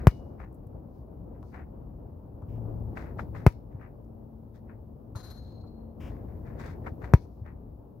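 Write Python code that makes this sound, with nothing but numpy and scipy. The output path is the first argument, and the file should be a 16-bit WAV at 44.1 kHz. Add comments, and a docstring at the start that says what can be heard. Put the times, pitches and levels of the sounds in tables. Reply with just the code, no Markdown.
"""A football is shot hard three times on artificial turf, heard from the ground a few metres away.
At 0.07 s the boot slaps the ball, the casing thumps back and the air inside rings.
Studded boots scuff and thud through a run-up to the second shot at 3.5 s; at 5.2 s the ball lands in
a wire fence, which swings and jingles. A last run-up leads to the third shot at 7.1 s.
Distant traffic rumbles and hums throughout, louder during each run-up."""
import sys
import numpy as np
from scipy import signal
from scipy.fft import rfft, irfft, next_fast_len
from scipy.io import wavfile
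from scipy.ndimage import map_coordinates

SR = 44100
rng = np.random.default_rng(int(sys.argv[2]) if len(sys.argv) > 2 else 0)


def dump(signal):
    """Clip the signal to [-1, 1] and save it as 16-bit WAV at the path in sys.argv[1]."""
    limited = np.clip(np.atleast_2d(signal).T, -1, 1)
    pcm = np.round(limited * 32767).astype(np.int16)
    wavfile.write(sys.argv[1], SR, pcm)


N = 352800
TIME = np.arange(N) / SR
AGE = np.arange(SR) / SR  # time since a blow


# t/s, thump/dB, slap/dB, slap length/s, crack/dB, release/dB, ring/dB, ring t60 factor
SHOTS = [(0.0705, 0, -1, 0.00067, -20.5, -21.5, -49.5, 1.13),
         (3.465, -1.5, 0, 0.00071, -20.5, -14, -45, 0.93), (7.137, 0.1, -1, 0.00051, -24.5, -14, -42.5, .7)]
# boot on casing: f/Hz, density/dB
CRACK_SPECTRUM = [(120, -22.5), (400, -6), (1100, -1.5), (2400, -6), (3300, -27.5), (4200, -21.5),
                  (5500, -19), (8000, -28), (11500, -22.5), (16000, -27.5)]
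# air in the ball: f/Hz, relative level/dB, base t60/s
BALL_MODES = [(966, 8, 0.15), (1260, -3.5, .14), (1650, -11, 0.088), (2220, -7, .17), (2525, -17.5, .15),
              (3740, -30.5, 0.26)]
# thin ping, first shot only: f/Hz, level/dB, t60/s
PING_MODES = [(2907, -64.5, .55), (3600, -78, .5)]
def shots():
    """Boot hits ball: slap and crack, a deep thump, a snap on release, ringing air."""
    out = np.zeros((2, N))
    rebound = thump(start_hz=120, end_hz=52, glide_s=0.0099, swell_s=0.0027,
                    fade_s=0.01, tail_share=0.32, tail_s=0.019)
    release = np.exp(-np.abs(AGE - 0.0122) / 0.0006)
    casing_flex = np.sin(2 * np.pi * 390 * AGE) * amp(-60 * AGE / 0.022)
    for s, thump_db, slap_db, slap_s, crack_db, release_db, ring_db, stretch in SHOTS:
        add(out, s, amp(slap_db) * slap(slap_s, edge_s=0.00026, sag_share=0.35, sag_s=0.00042))
        add(out, s + 0.0008, amp(thump_db) * rebound)
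        crack_tail = amp(-13.5) * burst(CRACK_SPECTRUM, t60_s=0.085)
        crack = burst(CRACK_SPECTRUM, t60_s=0.022, alike=0.24)
        add(out, s, amp(crack_db) * (crack + crack_tail))
        add(out, s, amp(release_db) * release)
        add(out, s, -amp(slap_db - 14.5) * casing_flex)
        add(out, s, amp(ring_db) * ring(BALL_MODES, stretch, blur_hz=6.6))
    add(out, SHOTS[0][0], ring(PING_MODES, blur_hz=12))
    return out


def slap(length_s, edge_s, sag_share, sag_s):
    """Contact pressure: one steep spike with a short sagging tail."""
    edge = 1 - np.exp(-(AGE / edge_s) ** 2)
    spike = 1 / (1 + (AGE / length_s) ** 8)
    return -edge * ((1 - sag_share) * spike + sag_share * np.exp(-AGE / sag_s))


def thump(start_hz, end_hz, glide_s, swell_s, fade_s, tail_share, tail_s):
    """The squashed ball swings back, slowing as it leaves the boot."""
    hz = end_hz + (start_hz - end_hz) / (1 + (AGE / glide_s) ** 6)
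    swell = 1 - np.exp(-AGE / swell_s)
    body = (1 - tail_share) * np.exp(-(AGE / fade_s) ** 4)
    tail = tail_share * np.exp(-(AGE / tail_s) ** 2)
    return swell * (body + tail) * np.sin(2 * np.pi * np.cumsum(hz) / SR)


# t/s, bite/dB, drag/dB, blade hiss/dB, drag length/s
FOOTFALLS = [(0.006, -51, -54.5, -75.5, .047), (0.403, -52, -52, -77.5, 0.04), (1.345, -85, -72, -97, .03),
             (1.545, -60, -50, -76, .075), (2.973, -37.5, -48, -63.5, 0.14),
             (3.194, -33.5, -54.5, -66, 0.017), (3.35, -45.5, -66, -84, 0.021),
             (3.364, -50.5, -53.5, -69.5, 0.12), (3.719, -85, -73, -94, .08),
             (3.814, -51, -55.5, -89, 0.056), (4.552, -71.5, -68.5, -75, 0.017),
             (4.696, -56, -60, -95, .022), (6.1, -73.5, -60.5, -75.5, 0.13), (6.285, -77, -65.5, -89, 0.18),
             (6.466, -69, -58, -78.5, .11), (6.599, -51, -48, -62, .055), (6.665, -61, -52, -64.5, 0.077),
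             (6.846, -66, -60, -86, 0.014), (6.869, -31, -63, -71.5, .022), (7.021, -46, -67.5, -77, 0.021),
             (7.044, -41.5, -54.5, -71.5, .075), (7.462, -54, -56, -84, .042)]
# crushed crumb, sliding sole, flicked blades: f/Hz, density/dB
CRUMB_SPECTRUM = [(200, -9), (600, 5), (1200, 4), (1900, 0), (2600, -12.5), (3300, -29.5), (6000, -41)]
SCRAPE_SPECTRUM = [(250, -27), (700, 6), (1200, 1.5), (1900, 1.5), (2600, -11.5), (3300, -30.5),
                   (6000, -42.5)]
BLADE_SPECTRUM = [(1800, -31), (3500, 0), (4700, -2.5), (6500, -6.5), (9000, -14.5), (15000, -15)]
def boots():
    """Studs bite, then rake rubber crumb and flick plastic blades; the sole slows and lifts."""
    bite, drag, hiss = np.zeros((3, N))
    for s, bite_db, drag_db, hiss_db, drag_s in FOOTFALLS:
        bite += amp(bite_db) * stroke(s, hold_s=0, sag_db_per_s=0, rise_db_per_s=2801, fall_db_per_s=1099)
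        drag += amp(drag_db) * stroke(s, drag_s, sag_db_per_s=81)
        hiss += amp(hiss_db) * stroke(s, drag_s, sag_db_per_s=171)
    return (bite * grains(CRUMB_SPECTRUM, snaps_per_s=910, rustle=0.6)
            + drag * grains(SCRAPE_SPECTRUM, snaps_per_s=700, rustle=0.81)
            + hiss * grains(BLADE_SPECTRUM, snaps_per_s=1400, rustle=0.75))


def stroke(s, hold_s, sag_db_per_s, rise_db_per_s=999, fall_db_per_s=397.5):
    """Contact gain: rises to 1 at s, sags while held, falls."""
    t = TIME - s
    rise_db = rise_db_per_s * np.minimum(t, 0)
    sag_db = sag_db_per_s * np.clip(t, 0, hold_s)
    fall_db = fall_db_per_s * np.maximum(t - hold_s, 0)
    return amp(np.maximum(-200, rise_db - sag_db - fall_db))


# t/s, level/dB
THUDS = [(0.664, -33.5), (2.425, -32), (3.746, -29), (5.155, -27), (5.631, -32.5), (6.094, -31.5),
         (6.918, -29), (7.032, -31), (7.414, -29.5)]
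def landings(thud_hz, swell_s):
    """Feet and ball push the turf for a few slow cycles."""
    out = np.zeros((2, N))
    envelope = (AGE / swell_s) ** 2 * np.exp(2 * (1 - AGE / swell_s))
    for s, db in THUDS:
        add(out, s, amp(db) * envelope * np.sin(2 * np.pi * thud_hz * AGE))
    return out


# f/Hz, level/dB, t60/s, loss per swing/dB
WIRE_MODES = [(3970, -57.5, 0.56, 4), (4170, -59, .75, 1.66), (4420, -66, 0.6, 2.5), (5280, -76, 0.27, 2.5),
              (6395, -58.5, 0.33, 7), (6620, -66, 0.31, 4)]
# wire chatter, post hum: f/Hz, relative level/dB, t60/s
CHATTER_MODES = [(9350, -7, 0.248), (11500, -0.5, 0.48), (11900, -9, .25), (12610, -7, .18)]
POST_MODES = [(730, -60, 6.5)]
# mesh rattle: f/Hz, density/dB
MESH_SPECTRUM = [(500, 6), (1500, 3.5), (2800, -15.5), (4300, -4.5), (6500, -9.5), (8000, -20.5),
                 (9500, -17), (12500, -19), (15000, -25.5)]
def fence(hit_s, swing_s, swings):
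    """The ball sets a post humming and the mesh slapping its posts, weaker each swing; wires ring."""
    out = np.zeros((2, N))
    for k in range(swings):
        modes = [(hz, db - k * loss_db, t60_s) for hz, db, t60_s, loss_db in WIRE_MODES]
        wires = ring(modes, blur_hz=30.3)
        wide_swing = np.exp(-(k / 2.2) ** 4)  # only the first swings chatter
        chatter = amp(-59.5) * wide_swing * ring(CHATTER_MODES, blur_hz=89.9)
        rattle = amp(-52.5 - 6 * k) * burst(MESH_SPECTRUM, t60_s=0.65)
        add(out, hit_s + k * swing_s, wires + chatter + rattle)
    out *= amp(2.3 * wobble(70))  # flutter
    add(out, hit_s, ring(POST_MODES, blur_hz=6.0))
    return out


# t/s, level/dB, f/Hz, t60/s
GRIT_TICKS = [(.111, -57, 3990, .02), (.527, -71, 11360, .03), (.544, -68, 11030, .06),
              (.669, -66, 11600, .025), (3.525, -60.5, 2360, .02), (4.046, -81.5, 5790, .03)]
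# t/s, level/dB
FAR_KNOCKS = [(1.4292, -53), (2.4209, -52.5), (5.1522, -43), (5.1674, -47.5), (5.6374, -57)]
def clicks():
    """Studs and grit tick nearby; duller knocks sound far off."""
    out = np.zeros((2, N))
    for s, db, hz, t60_s in GRIT_TICKS:
        add(out, s, amp(db) * burst([(hz / 2.4, -22), (hz, 0), (hz * 2, -16)], t60_s))
    knock_spectrum = [(400, 4), (900, 13.5), (1400, 7.0), (2300, -42), (5000, -32)]
    for s, db in FAR_KNOCKS:
        add(out, s, amp(db) * burst(knock_spectrum, t60_s=0.078))
    return out


# start/s, end/s, level/dB
BUZZES = [(2.48, 2.564, -75), (5.999, 6.081, -57)]
def buzz(repeat_hz):
    """A short dry buzz as a run-up begins: one rough cycle, repeated."""
    spectrum = [(300, -3.0), (900, 3.5), (2000, -3.0), (3100, -2.5),
                (4000, -23.5), (5500, -14.5), (9000, -26.5), (15000, -20.5)]
    cycle = rng.standard_normal(round(SR / repeat_hz))
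    gain = sum(amp(db) * np.interp(TIME, [start, start + 0.0091, end, end + 0.033], [0, 1, 1, 0])
               for start, end, db in BUZZES)
    return gain * coloured(np.resize(cycle, N), spectrum)


# t/s, level/dB, half length/s
ARM_SWINGS = [(0.157, -77, 0.054), (0.28, -87, 0.096), (0.965, -86, .06), (1.491, -79, 0.06),
              (7.223, -75.5, 0.039), (7.35, -86.5, .08)]
# f/Hz, density/dB
FABRIC_SPECTRUM = [(1200, -12.5), (2200, -6.5), (3200, -9), (4600, -0.5), (6000, -3), (8000, -13),
                   (10000, -9.5), (15000, -21)]
def jacket():
    """Thin fabric rubs on itself with each arm swing."""
    rubbing = sum(amp(db) * np.exp(-((TIME - s) / half_s) ** 2) for s, db, half_s in ARM_SWINGS)
    return rubbing * grains(FABRIC_SPECTRUM, snaps_per_s=1500, rustle=1.2)


# f/Hz, t60/s
SCATTER_DECAY = [(100, .15), (1000, .18), (4000, .3), (12000, .25)]
# f/Hz, gain/dB
SCATTER_COLOUR = [(100, -25.5), (500, -23.5), (1200, -15.5), (2500, -8.5), (4500, 5), (8000, -9),
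                  (14000, -2)]
def scatter(x):
    """Fence and trees return a bright tail to each side."""
    hz, t, noise = signal.stft(rng.standard_normal((2, SR // 2)), SR, nperseg=256)
    decay = amp(-60 * t / along(SCATTER_DECAY, hz)[:, None])
    _, tail = signal.istft(noise * decay, SR, nperseg=256)
    tail = filtered(tail / np.linalg.norm(tail[0]), lambda hz: amp(along(SCATTER_COLOUR, hz)))
    return signal.fftconvolve(x, tail, axes=1)[:, :N]


# t/s, relative level/dB
TRAFFIC_FLOW = [(0, 2.5), (2.3, 2), (3.3, 1), (4.3, -1), (5.5, 0), (5.95, 1), (6.6, 0), (7.4, 0), (8, -1.5)]
# f/Hz, density/dB
RUMBLE_SPECTRUM = [(13, -43), (22, -14), (37, -5), (59, 4), (183, -7.5), (198, -9), (227, -11.5),
                   (249, -14), (291, -13.5), (330, -15), (430, -42), (730, -120)]
TYRE_SPECTRUM = [(140, -26.5), (230, -4), (294, -6.5), (354, -7.5), (532, -9.5), (688, -14.5), (910, -19.5),
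                 (1190, -28.5), (1560, -40.5), (2170, -51.5), (3000, -53), (3900, -81.5), (6600, -120)]
HISS_SPECTRUM = [(1500, -14), (2500, -7), (5000, -7), (8000, -15.5), (10000, -10), (12000, -2),
                 (15700, -0.5), (16100, -31.5)]
def traffic():
    """Far roads: rumble and tyre roar follow the flow, over a thin hiss."""
    flow_db, = curves(TRAFFIC_FLOW)
    rumble = amp(-46.5 + flow_db + 0.67 * wobble(7.2)) * diffuse(RUMBLE_SPECTRUM)
    roar = amp(-54 + flow_db + 1.2 * wobble(12) + 1.1 * wobble(70)) * diffuse(TYRE_SPECTRUM)
    return rumble + roar + amp(-84) * diffuse(HISS_SPECTRUM)


# f/Hz, left-right coherence
COHERENCE = [(60, 0.97), (180, 0.94), (550, 0.16), (1650, 0.034), (5000, 0.078), (15000, 1)]
def diffuse(spectrum):
    """Stereo noise, nearly mono in the bass and at the very top."""
    def mid_side_gains(hz):
        angle = np.arccos(np.clip(along(COHERENCE, hz), 0, 1)) / 2
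        return np.array([np.cos(angle), np.sin(angle)])
    mid, side = filtered(rng.standard_normal((2, N)), mid_side_gains)
    return coloured(np.array([mid + side, mid - side]), spectrum)


# t/s, fundamental/dB, octave/dB
ENGINE_ORDERS = [(0, -70, -66), (2.4, -62.5, -71), (2.6, -43, -69.5), (2.88, -45, -60.5),
                 (3.05, -61.5, -64.5), (3.35, -47.5, -70.5), (4.2, -59.5, -54.5), (5.2, -56.5, -65.5),
                 (5.85, -62.5, -51), (6.2, -63.5, -67.5), (8, -59.5, -69.5)]
def engine(fundamental_hz):
    """A distant engine drones on two slightly unsteady orders."""
    fundamental_db, octave_db = curves(ENGINE_ORDERS)
    phase = 2 * np.pi * np.cumsum(fundamental_hz * (1 + 0.0058 * wobble(7))) / SR
    fundamental = amp(fundamental_db + 1.5 * wobble(9)) * np.sin(phase)
    octave = amp(octave_db + 1.9 * wobble(2.8)) * np.sin(2 * phase)
    return np.sqrt(2) * (fundamental + octave)


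# start/s, end/s
RUN_UPS = [(-0.1, 0.07), (2.49, 3.465), (6.0, 7.137)]
def background(lift_db, ramp_s):
    """Roads and engine; the level steps up for each run-up and drops at the shot."""
    lifted = sum(np.interp(TIME, [start - ramp_s, start, end, end + ramp_s], [0, 1, 1, 0])
                 for start, end in RUN_UPS)
    roads = traffic() * pan(left_db=3)
    drone = engine(fundamental_hz=112.2) * pan(left_db=8)
    return amp(lift_db * lifted) * (roads + drone)


def ring(modes, stretch=1, blur_hz=0):
    """Damped modes of random strength, roughened by phase drift; stretch scales t60."""
    out = np.zeros((2, SR))
    for hz, db, t60_s in modes:
        envelope = amp(db + 2 * rng.normal() - 60 * AGE / (t60_s * stretch))
        drift = np.cumsum(rng.standard_normal(SR)) * np.sqrt(2 * np.pi * blur_hz / SR)
        side_phase = 2 * rng.standard_normal((2, 1))
        out += envelope * np.sin(2 * np.pi * hz * AGE + drift + side_phase)
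    return out


def burst(spectrum, t60_s, alike=0.69):
    """Coloured stereo noise: instant onset, exponential decay."""
    return coloured(noise_pair(SR, alike), spectrum) * amp(-60 * AGE / t60_s)


def grains(spectrum, snaps_per_s, rustle):
    """Tiny random snaps over a smooth rustle."""
    snaps = (rng.random(N) < snaps_per_s / SR) * noise_pair(N, alike=0.25)
    return coloured(unit(snaps) + rustle * noise_pair(N, alike=0.16), spectrum)


def noise_pair(n, alike):
    """Left and right white noise, partly shared."""
    shared, left, right = rng.standard_normal((3, n))
    return np.sqrt(alike) * shared + np.sqrt(1 - alike) * np.array([left, right])


def wobble(knots_per_s):
    """Smooth random curve."""
    knots = rng.standard_normal(int(N * knots_per_s / SR) + 4)
    return map_coordinates(knots, [TIME * knots_per_s])


def coloured(x, spectrum):
    """x shaped by a spectrum, at rms 1."""
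    return unit(filtered(x, lambda hz: amp(along(spectrum, hz))))


def filtered(x, response):
    """x times a frequency response."""
    n = x.shape[-1]
    padded = next_fast_len(n + 8192)
    hz = np.fft.rfftfreq(padded, 1 / SR)
    return irfft(rfft(x, padded) * response(hz), padded)[..., :n]


def along(points, hz):
    """Interpolate (f/Hz, value) points on a log axis."""
    knots_hz, values = np.transpose(points)
    return np.interp(np.log(hz + 1), np.log(knots_hz + 1), values)


def curves(rows):
    """One value per sample for each column after t/s."""
    s, *columns = np.transpose(rows)
    return [np.interp(TIME, s, column) for column in columns]


def amp(db):
    """Decibels to gain."""
    return 10 ** (np.asarray(db) / 20)


def unit(x):
    """Scale to rms 1."""
    return x / np.sqrt(np.mean(x ** 2) + 1e-20)


def pan(left_db):
    """Stereo gains, left above right by left_db."""
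    return amp(np.array([[0.5], [-0.5]]) * left_db)


def add(track, s, sound):
    """Mix a sound in at s seconds."""
    part = track[:, round(s * SR):][:, :sound.shape[-1]]
    part += sound[..., :part.shape[-1]]


# shading of the right side: f/Hz, left minus right/dB
SHADE = [(60, 3), (200, 2.5), (500, 4.5), (1300, 6.5), (4400, 7.5), (15000, 5.5)]
def scene():
    """The player is left of centre, so the right side is shaded; the roads lie beyond."""
    kicks = shots()
    near = kicks + boots() + jacket() + clicks()
    near += fence(hit_s=5.157, swing_s=0.073, swings=8)
    near += landings(thud_hz=95.4, swell_s=0.008) + buzz(repeat_hz=46.4)
    near += amp(-15.5) * scatter(kicks)
    shaded = filtered(near, lambda hz: pan(along(SHADE, hz)))
    return shaded + background(lift_db=5.5, ramp_s=0.03)


def record(dry):
    """Low cut, clipping at full scale, band limit."""
    low_cut_hz, top_hz = 31, 16300
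    thinned = filtered(dry, lambda hz: 1 / np.sqrt(1 + (low_cut_hz / (hz + 1)) ** 10))
    return filtered(np.clip(thinned, -1, 1), lambda hz: hz < top_hz)


dry = scene()
out = record(dry)
dump(out)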